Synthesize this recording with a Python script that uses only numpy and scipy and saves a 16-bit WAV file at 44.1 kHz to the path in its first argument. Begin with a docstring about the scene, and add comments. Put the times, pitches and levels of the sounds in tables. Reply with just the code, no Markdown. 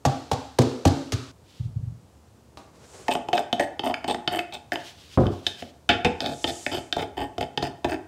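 """Chillies in a clay mortar

A small kitchen, one microphone near a steel table. A wooden pestle pounds wet chillies in a deep clay
mortar, five blows. The mortar is lifted, scraped out with a metal spoon, set down with a thud and
scraped again: taps on the wall and short drags through the paste. The room rings after every contact,
and the recorder's limiter flattens the hardest ones."""
import sys
import numpy as np
from scipy import signal
from scipy.fft import rfft, irfft, next_fast_len
from scipy.io import wavfile
from scipy.ndimage import uniform_filter1d, minimum_filter1d, map_coordinates

SR = 44100
rng = np.random.default_rng(int(sys.argv[2]) if len(sys.argv) > 2 else 0)


def unload_wav(signal):
    """Save mono or channel-first audio to the path in sys.argv[1] as 16-bit WAV at rate SR, clipped to [-1, 1]."""
    wavfile.write(
        sys.argv[1],
        SR,
        np.round(np.clip(np.atleast_2d(signal).T, -1, 1) * 32767).astype(np.int16),
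    )


N = 355887

# the kitchen's decay: (frequency [Hz], t60 before stretching [s])
KITCHEN_DECAY = [(80, 0.55), (250, 0.71), (700, 0.84), (1500, 0.94), (4000, 0.68), (8000, 0.54),
                 (15000, 0.11)]
# spectral shapes: (frequency [Hz], relative level [dB])
WALL_COLOUR = [(60, 5), (300, 3.5), (800, 1), (1500, -2.5), (4000, -5), (8000, 2), (15000, 8.5)]  # what the walls send back to the microphone
ROOM_TONE = [(25, -51), (70, 10), (170, 0), (350, -4.5), (900, -11.5), (2000, -23.5), (7700, -25.5),
             (16000, -37.5)]
HISS_SPECTRUM = [(1500, -19), (4500, -8.5), (7500, -2), (10000, -12.5), (16000, -36)]
SKIN_SPECTRUM = [(300, -16), (2200, -1), (3200, 5.5), (5000, 0.5), (8000, -8), (16000, -22)]
CLOTH_SPECTRUM = [(200, -8.5), (400, 5), (1300, -8.5), (2200, -12.5), (8000, -17), (16000, -42)]
CRUSH_SPECTRUM = [(500, -45), (1200, 8), (2000, 7.5), (4200, 8.5), (6500, 7), (10000, -5), (16000, -14)]  # chillies under the pestle; also the spoon's tick
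WASH_SPECTRUM = [(500, -17), (1200, 10.5), (2000, 0.5), (4200, 5), (7500, -4), (10000, -14.5), (16000, -30)]  # the crush, diffused in the room

# resonances: (frequency [Hz], bandwidth [Hz], relative level [dB])
DISH_MODES = [(380, 340, -3), (1060, 160, 5), (4000, 2100, -6.5)]
FOOT_MODES = [(84.6, 20.6, 10), (274, 31, 3.5), (348, 25, -0.5), (427, 54, -3.5), (564, 72, -2.5),
              (725, 33, -6.5), (830, 96, -12.5), (1310, 320, -14.5)]  # the mortar's foot on the table
PASTE_MODES = [(5760, 1100, -7), (7160, 82, 2), (8150, 130, 6.5), (9100, 1500, -10.5), (11400, 350, -0.5),
               (13600, 450, -4), (15200, 700, -9)]  # wet squeak
SPOON_MODES = [(1450, 220, -1), (1810, 116, 0.5), (2200, 194, -9), (2596, 115, -5.5), (3057, 106, -3),
               (3620, 228, -5), (4450, 117, -6), (5010, 235, -5), (6660, 220, -18), (7260, 99, -16),
               (9000, 180, -22), (11900, 510, -49)]
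HOLLOW_MODES = [(131, 130, -8), (252.6, 39, -1.5), (345, 61, -3.5), (459, 100, -11.5), (586, 86, -9),
                (705.6, 41.5, -2), (843.5, 43.3, -3), (1154, 540, -19.5)]  # the mortar's cavity
KNOCK_MODES = [(490, 170, -14.5), (612, 26, -7.5), (700, 66, -11), (762, 22, -8), (794, 42, -5.5),
               (964, 210, -15), (1136, 47, -13)]  # its bare bottom
BOOM_MODES = [(246.2, 18.4, 1), (270.5, 14.7, 7.5), (326.5, 38, -4), (427, 214, -6)]  # the table top's ring
THUMP_MODES = [(92.2, 24, -4.5), (124.2, 27, 0.5), (138, 24.6, -0.5)]  # the table's deep swing

# swells of noise: (middle [s], length [s], level [dB])
HAND_RUBS = [(1.57, 0.18, -54.5), (4.85, 0.1, -43.5), (5.15, 0.59, -51.5), (5.54, 0.28, -49)]  # hands on clay
APRON_RUSTLES = [(2.97, 0.4, -47.5)]  # the arm swings back to the mortar
HIGH_HISSES = [(2.97, 0.25, -54), (6.56, 0.47, -43.5)]
# soft low bumps while the mortar is held up: (time [s], relative level [dB])
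LOW_BUMPS = [(1.593, -29), (1.643, -31), (1.754, -27.5), (1.782, -32.5), (1.822, -34.5), (1.864, -32.5),
             (1.908, -38.5)]
# the mortar's foot lands and rocks on the table: (time [s], level [dB])
FOOT_CONTACTS = [(5.175, -12.5), (5.183, -19), (5.200, -31), (5.236, -25), (5.258, -24)]
# the spoon drags on the wall: (time [s], length [s], hollow level [dB], steel level [dB], steel centre [Hz])
SPOON_DRAGS = [(3.105, 0.018, -25, -27, 2950), (3.331, 0.063, -24.5, -36.5, 2730),
               (3.597, 0.045, -35, -34.5, 1950), (3.832, 0.072, -25, -37, 2720),
               (4.074, 0.04, -23.5, -31, 3500), (4.31, 0.088, -28, -35, 2570),
               (4.521, 0.031, -38, -37, 2860), (4.723, 0.029, -33, -37, 2120),
               (6.212, 0.12, -31.5, -39, 3180), (6.465, 0.032, -29, -31, 3680),
               (6.713, 0.067, -29.5, -33.5, 3540), (6.978, 0.051, -29, -36, 2640),
               (7.166, 0.077, -29, -38.5, 2730), (7.403, 0.024, -25, -33.5, 2830),
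               (7.618, 0.058, -33.5, -38, 2700), (7.882, 0.064, -28.5, -36, 2250)]
# the spoon strikes the wall: (time [s], hollow level [dB], steel level [dB], steel centre [Hz])
SPOON_TAPS = [(3.082, -20, -31, 2400), (3.152, -24, -33.5, 2730), (3.286, -28.5, -42.5, 2850),
              (3.33, -20.5, -28.5, 2830), (3.378, -37.5, -28.5, 2700), (3.528, -22, -25.5, 3050),
              (3.596, -19, -27.5, 2160), (3.794, -31.5, -30.5, 3360), (3.941, -46, -28.5, 2460),
              (4.043, -30.5, -37.5, 2440), (4.145, -28.5, -36, 1970), (4.276, -26, -23.5, 3240),
              (4.391, -52, -28, 2450), (4.544, -51, -47, 4430), (4.72, -28, -27.5, 1900),
              (4.757, -34, -33, 2840), (5.267, -55, -39.5, 2930), (5.466, -35, -21.5, 3440),
              (5.623, -35, -43, 2540), (5.891, -16.5, -15, 2800), (6.047, -17.5, -21.5, 2470),
              (6.205, -35.5, -30, 4000), (6.261, -30.5, -31, 3860), (6.442, -25.5, -24.5, 3240),
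              (6.664, -29.5, -26.5, 2200), (6.926, -34, -24.5, 3400), (6.966, -24.5, -66, 2560),
              (7.381, -28, -41, 2880), (7.575, -26.5, -27, 3200), (7.626, -24, -34, 3870),
              (7.845, -21, -32, 2380)]
# the pestle lands: (time [s], weight [dB], relative knock level [dB], delay until the paste gives [s])
PESTLE_BLOWS = [(0.052, -18.5, -14.5, 0.012), (0.315, -24, -18.5, 0.022), (0.587, -12, -22, 0.034),
                (0.853, -11.5, -16.5, 0.025), (1.122, -21.5, -42, 0.015)]

DISH_S, DISH_DB = 2.573, -44.5
HOLLOW_HELD_HZ, HOLLOW_STANDING_HZ = 717, 600  # the hollow answers lower on the table
PASTE_HELD_DB, PASTE_STANDING_DB = -12, -16.5  # relative to the steel; less paste on the second pass
CHATTER_S, CHATTER_S_PER_POWER = 0.0075, 3.42  # shortest t60; a harder tap chatters longer
BOOM_DB, BOOM_GROWS = 2, 1.38  # level at a weight of 0 dB; dB gained per dB of weight
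CRUSH_DB, CRUSH_GROWS = -21, 0.44  # soft paste hardly gets louder under a heavier blow
WASH_DB, WASH_T60_S = -2.5, 0.8  # level relative to the crush
POUNDING_END_S, TOP_HZ = 1.318, 15700
SIZE = 16384  # samples in one contact's sound
T = np.arange(SIZE) / SR
HZ = np.fft.rfftfreq(SIZE, 1 / SR)


def amp(db):
    """Decibels to gain."""
    return 10 ** (np.asarray(db) / 20)


def along(points, hz):
    """Interpolate (frequency [Hz], value) points on a log frequency axis."""
    freqs, values = np.transpose(points)
    return np.interp(np.log(hz + 1), np.log(freqs + 1), values)


def level(x, db, seconds=1 / 50):
    """Scale x to the energy of a sound that holds db for so many seconds."""
    return x * amp(db) * np.sqrt(seconds * SR / (np.sum(x ** 2) + 1e-20))


def add(track, s, x):
    """Mix x into the track at time s."""
    part = track[max(round(s * SR), 0):][:len(x)]
    part += x[:len(part)]


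def noise(spectrum, size):
    """Coloured noise of rms 1."""
    padded = next_fast_len(size)
    colour = amp(along(spectrum, np.fft.rfftfreq(padded, 1 / SR)))
    x = irfft(rfft(rng.standard_normal(padded)) * colour, padded)[:size]
    return x / np.std(x)


def grains(rate, spread_db):
    """Random slips of uneven size, about rate a second."""
    slips = (rng.random(SIZE) < rate / SR) * rng.standard_normal(SIZE)
    return slips * amp(spread_db * rng.standard_normal(SIZE))


def swells(rows):
    """A gain with one bell-shaped swell per row."""
    t = np.arange(N) / SR
    return sum(amp(db) * np.exp(-(2 * (t - s) / length) ** 2) for s, length, db in rows)


def contact(t60, rattle):
    """One sharp push and a dying chatter, flattened to drive all frequencies about evenly."""
    chatter = grains(8000, 0.35) * amp(-60 * T / t60)
    spectrum = rfft((T == 0) + rattle * chatter / (np.linalg.norm(chatter) + 1e-9))
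    power = uniform_filter1d(np.abs(spectrum) ** 2, size=161)
    return irfft(spectrum / np.sqrt(np.abs(power) + 1e-9))


def resonate(force, modes, hard_hz, centre_hz=None, octaves=1.0, scatter_db=3.0):
    """A force rings the modes, dulled above hard_hz; the place of contact favours centre_hz."""
    hz, width, db = np.transpose(modes)[:, :, None]
    polarity = (-1) ** np.arange(len(modes))[:, None]
    gain = polarity * amp(db + scatter_db * rng.standard_normal(db.shape))
    if centre_hz:
        gain = gain * (0.14 + 1 / (1 + (np.log2(hz / centre_hz) / octaves) ** 2))
    response = np.sum(gain * 1j * HZ * width / (hz ** 2 - HZ ** 2 + 1j * HZ * width), axis=0)
    ring = irfft(rfft(force) * response / (1 + 1j * HZ / hard_hz) ** 2)
    return ring * (1 - T / T[-1])


def kitchen(x, wet_db, stretch=0.55):
    """The microphone hears the direct sound, then a diffuse tail off the walls, drawn anew each call."""
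    hz, t, bands = signal.stft(rng.standard_normal(SR * 3 // 5), SR, nperseg=256)
    decay = amp(-60 * t / (stretch * along(KITCHEN_DECAY, hz))[:, None])
    tail = signal.istft(bands * decay * amp(along(WALL_COLOUR, hz))[:, None], SR, nperseg=256)[1]
    tail *= 1 - np.exp(-(np.arange(len(tail)) / SR / 0.0041) ** 2)  # reflections build up
    response = amp(wet_db) * tail / np.sqrt(SR * np.mean(np.sum(decay ** 2, axis=1)) * t[1])
    response[0] += 1  # direct path
    return signal.fftconvolve(x, response)


def background():
    """Room tone, with uneven rubbing of hands and apron and a soft high hiss that comes and goes."""
    unrest = map_coordinates(rng.standard_normal(400), [np.arange(N) / SR * 40])
    hands = swells(HAND_RUBS) * noise(SKIN_SPECTRUM, N)
    apron = swells(APRON_RUSTLES) * noise(CLOTH_SPECTRUM, N)
    hiss = swells(HIGH_HISSES) * noise(HISS_SPECTRUM, N)
    return amp(2.8 * unrest) * (hands + apron) + hiss + amp(-53.5) * noise(ROOM_TONE, N)


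def bumps():
    """Each low bump is a few slow swings under a soft swell, with a weak overtone."""
    out = np.zeros(N)
    phase = 2 * np.pi * 110 * T
    swing = (np.sin(phase) + 0.12 * np.sin(2 * phase)) * np.exp(-((T - .015) / 0.0067) ** 2)
    for s, db in LOW_BUMPS:
        add(out, s, level(swing, db + 2.5))
    return kitchen(out, wet_db=-6.5)[:N]


def spoonful():
    """The loaded spoon gives a dish one dull knock; it sounds off-mic, with plenty of room."""
    out = np.zeros(N)
    knock = level(resonate(contact(0.02, 1.0), DISH_MODES, hard_hz=5000), DISH_DB)
    add(out, DISH_S, kitchen(knock, wet_db=0.0, stretch=0.7))
    return out


def landing():
    """The mortar's heavy foot meets the table dully and rattles to rest."""
    out = np.zeros(N)
    for s, db in FOOT_CONTACTS:
        add(out, s, level(resonate(contact(0.071, 0.75), FOOT_MODES, hard_hz=1900), db))
    return kitchen(out, wet_db=-3.5)[:N]


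def standing(s):
    """Whether the mortar is back on the table at time s."""
    return s > FOOT_CONTACTS[0][0]


def mortar(force, s):
    """The hollow rings; once the mortar stands on the table, the table top hums along."""
    centre_hz = HOLLOW_STANDING_HZ if standing(s) else HOLLOW_HELD_HZ
    hollow = level(resonate(force, HOLLOW_MODES, 1830, centre_hz, octaves=0.86), 0)
    thump = level(resonate(force, THUMP_MODES, hard_hz=300, centre_hz=91, octaves=0.34), -12)
    boom = level(resonate(force, BOOM_MODES, hard_hz=600), -16.5)
    return hollow + standing(s) * (thump + boom)


def scrapes():
    """The spoon's edge sticks and slips over rough clay and squeezes the wet paste."""
    out = np.zeros(N)
    for s, length, hollow_db, steel_db, steel_hz in SPOON_DRAGS:
        paste_db = steel_db + (PASTE_STANDING_DB if standing(s) else PASTE_HELD_DB)
        stroke = np.clip(T / 0.0058, 0, 1) * amp(-60 * np.maximum(T - length, 0) / 0.071)
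        catches = np.sign(grains(160, 0))  # single ticks where the edge catches on grit
        slips = stroke * (catches + 0.16 * grains(2500, 1.2))
        hollow = level(mortar(slips, s), hollow_db, length)
        ring = resonate(slips, SPOON_MODES, 12000, steel_hz, octaves=0.39, scatter_db=4)
        steel = level(ring, steel_db, length)
        paste = level(resonate(stroke * grains(3600, 9.7), PASTE_MODES, TOP_HZ), paste_db, length)
        add(out, s, kitchen(hollow + steel + paste, wet_db=-10.0))
    return out


def taps():
    """Steel on clay: a tick, the held spoon rings for a moment and the mortar's hollow answers."""
    out = np.zeros(N)
    for s, hollow_db, steel_db, steel_hz in SPOON_TAPS:
        t60 = CHATTER_S + CHATTER_S_PER_POWER * (amp(hollow_db) ** 2 + amp(steel_db) ** 2)
        force = contact(t60, rattle=0.51 + 16 * t60)
        hard_hz = 16000 / (1 + t60 / 0.057)  # a spoon that digs in is duller than a glancing one
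        hollow = level(mortar(force, s), hollow_db)
        ring = resonate(force, SPOON_MODES, hard_hz, steel_hz, octaves=0.26, scatter_db=2.5)
        tick = level(noise(CRUSH_SPECTRUM, SIZE) * np.exp(-T / 0.0043), max(steel_db, hollow_db) - 20.5)
        add(out, s, kitchen(hollow + level(ring, steel_db) + tick, wet_db=-7.5))
    return out


def chillies(db, give_s):
    """Seedy paste cracks under the pestle, gives way with a squelch and leaves a wash in the room."""
    crack = (1 - np.exp(-T / 0.0012)) * amp(-60 * T / 0.036)
    squelch = 0.23 * np.exp(-((T - give_s) / 0.0065) ** 2)
    tail = 0.042 * amp(-60 * T / 0.074)
    seeds = 1 + 1.5 * np.abs(grains(2500, 4))
    crush = noise(CRUSH_SPECTRUM, SIZE) * (crack + squelch + tail) * seeds
    crush = signal.sosfilt(signal.butter(2, 11500, fs=SR, output="sos"), crush)
    wash = noise(WASH_SPECTRUM, SIZE) * amp(-60 * T / WASH_T60_S)
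    return level(crush, db) + level(wash, db + WASH_DB)


def pounding():
    """The pestle crushes the paste and knocks the mortar's bottom; the table swings after it."""
    out = np.zeros(N)
    for s, weight_db, knock_db, give_s in PESTLE_BLOWS:
        boom_db = BOOM_DB + BOOM_GROWS * weight_db
        add(out, s - .001, chillies(CRUSH_DB + CRUSH_GROWS * weight_db, give_s))
        knock = level(resonate(contact(0.031, 0.56), KNOCK_MODES, hard_hz=2200), knock_db - 3.5)
        add(out, s, kitchen(knock, wet_db=-5.5))
        boom = level(resonate(contact(0.044, 0.75), BOOM_MODES, hard_hz=890), boom_db)
        add(out, s + 0.00294, kitchen(boom, wet_db=-7.5, stretch=0.91))
        thump = level(resonate(contact(0.012, 0.99), THUMP_MODES, hard_hz=520), weight_db)
        add(out, s + 0.0073, kitchen(thump, wet_db=-12.0))
    # the last blow's ring stops short
    return out * np.clip((POUNDING_END_S - np.arange(N) / SR) / 0.0047, 0, 1)


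def scene():
    """The kitchen in mono, from one microphone position."""
    return (pounding() + landing() + taps() + scrapes() + spoonful() + bumps() + background())[None]


def record(dry):
    """A fast limiter holds the peaks; the small microphone loses the deep bass and the very top."""
    ceiling = amp(-5)
    needed_gain = np.minimum(1, ceiling / (np.abs(dry) + 1e-9))
    gain = uniform_filter1d(minimum_filter1d(needed_gain, size=181), size=121)
    low_cut = signal.butter(2, 40, "highpass", fs=SR, output="sos")
    high_cut = signal.ellip(8, .5, 80, TOP_HZ, fs=SR, output="sos")
    return signal.sosfilt(high_cut, signal.sosfilt(low_cut, dry * gain))


dry = scene()
out = record(dry)
unload_wav(out)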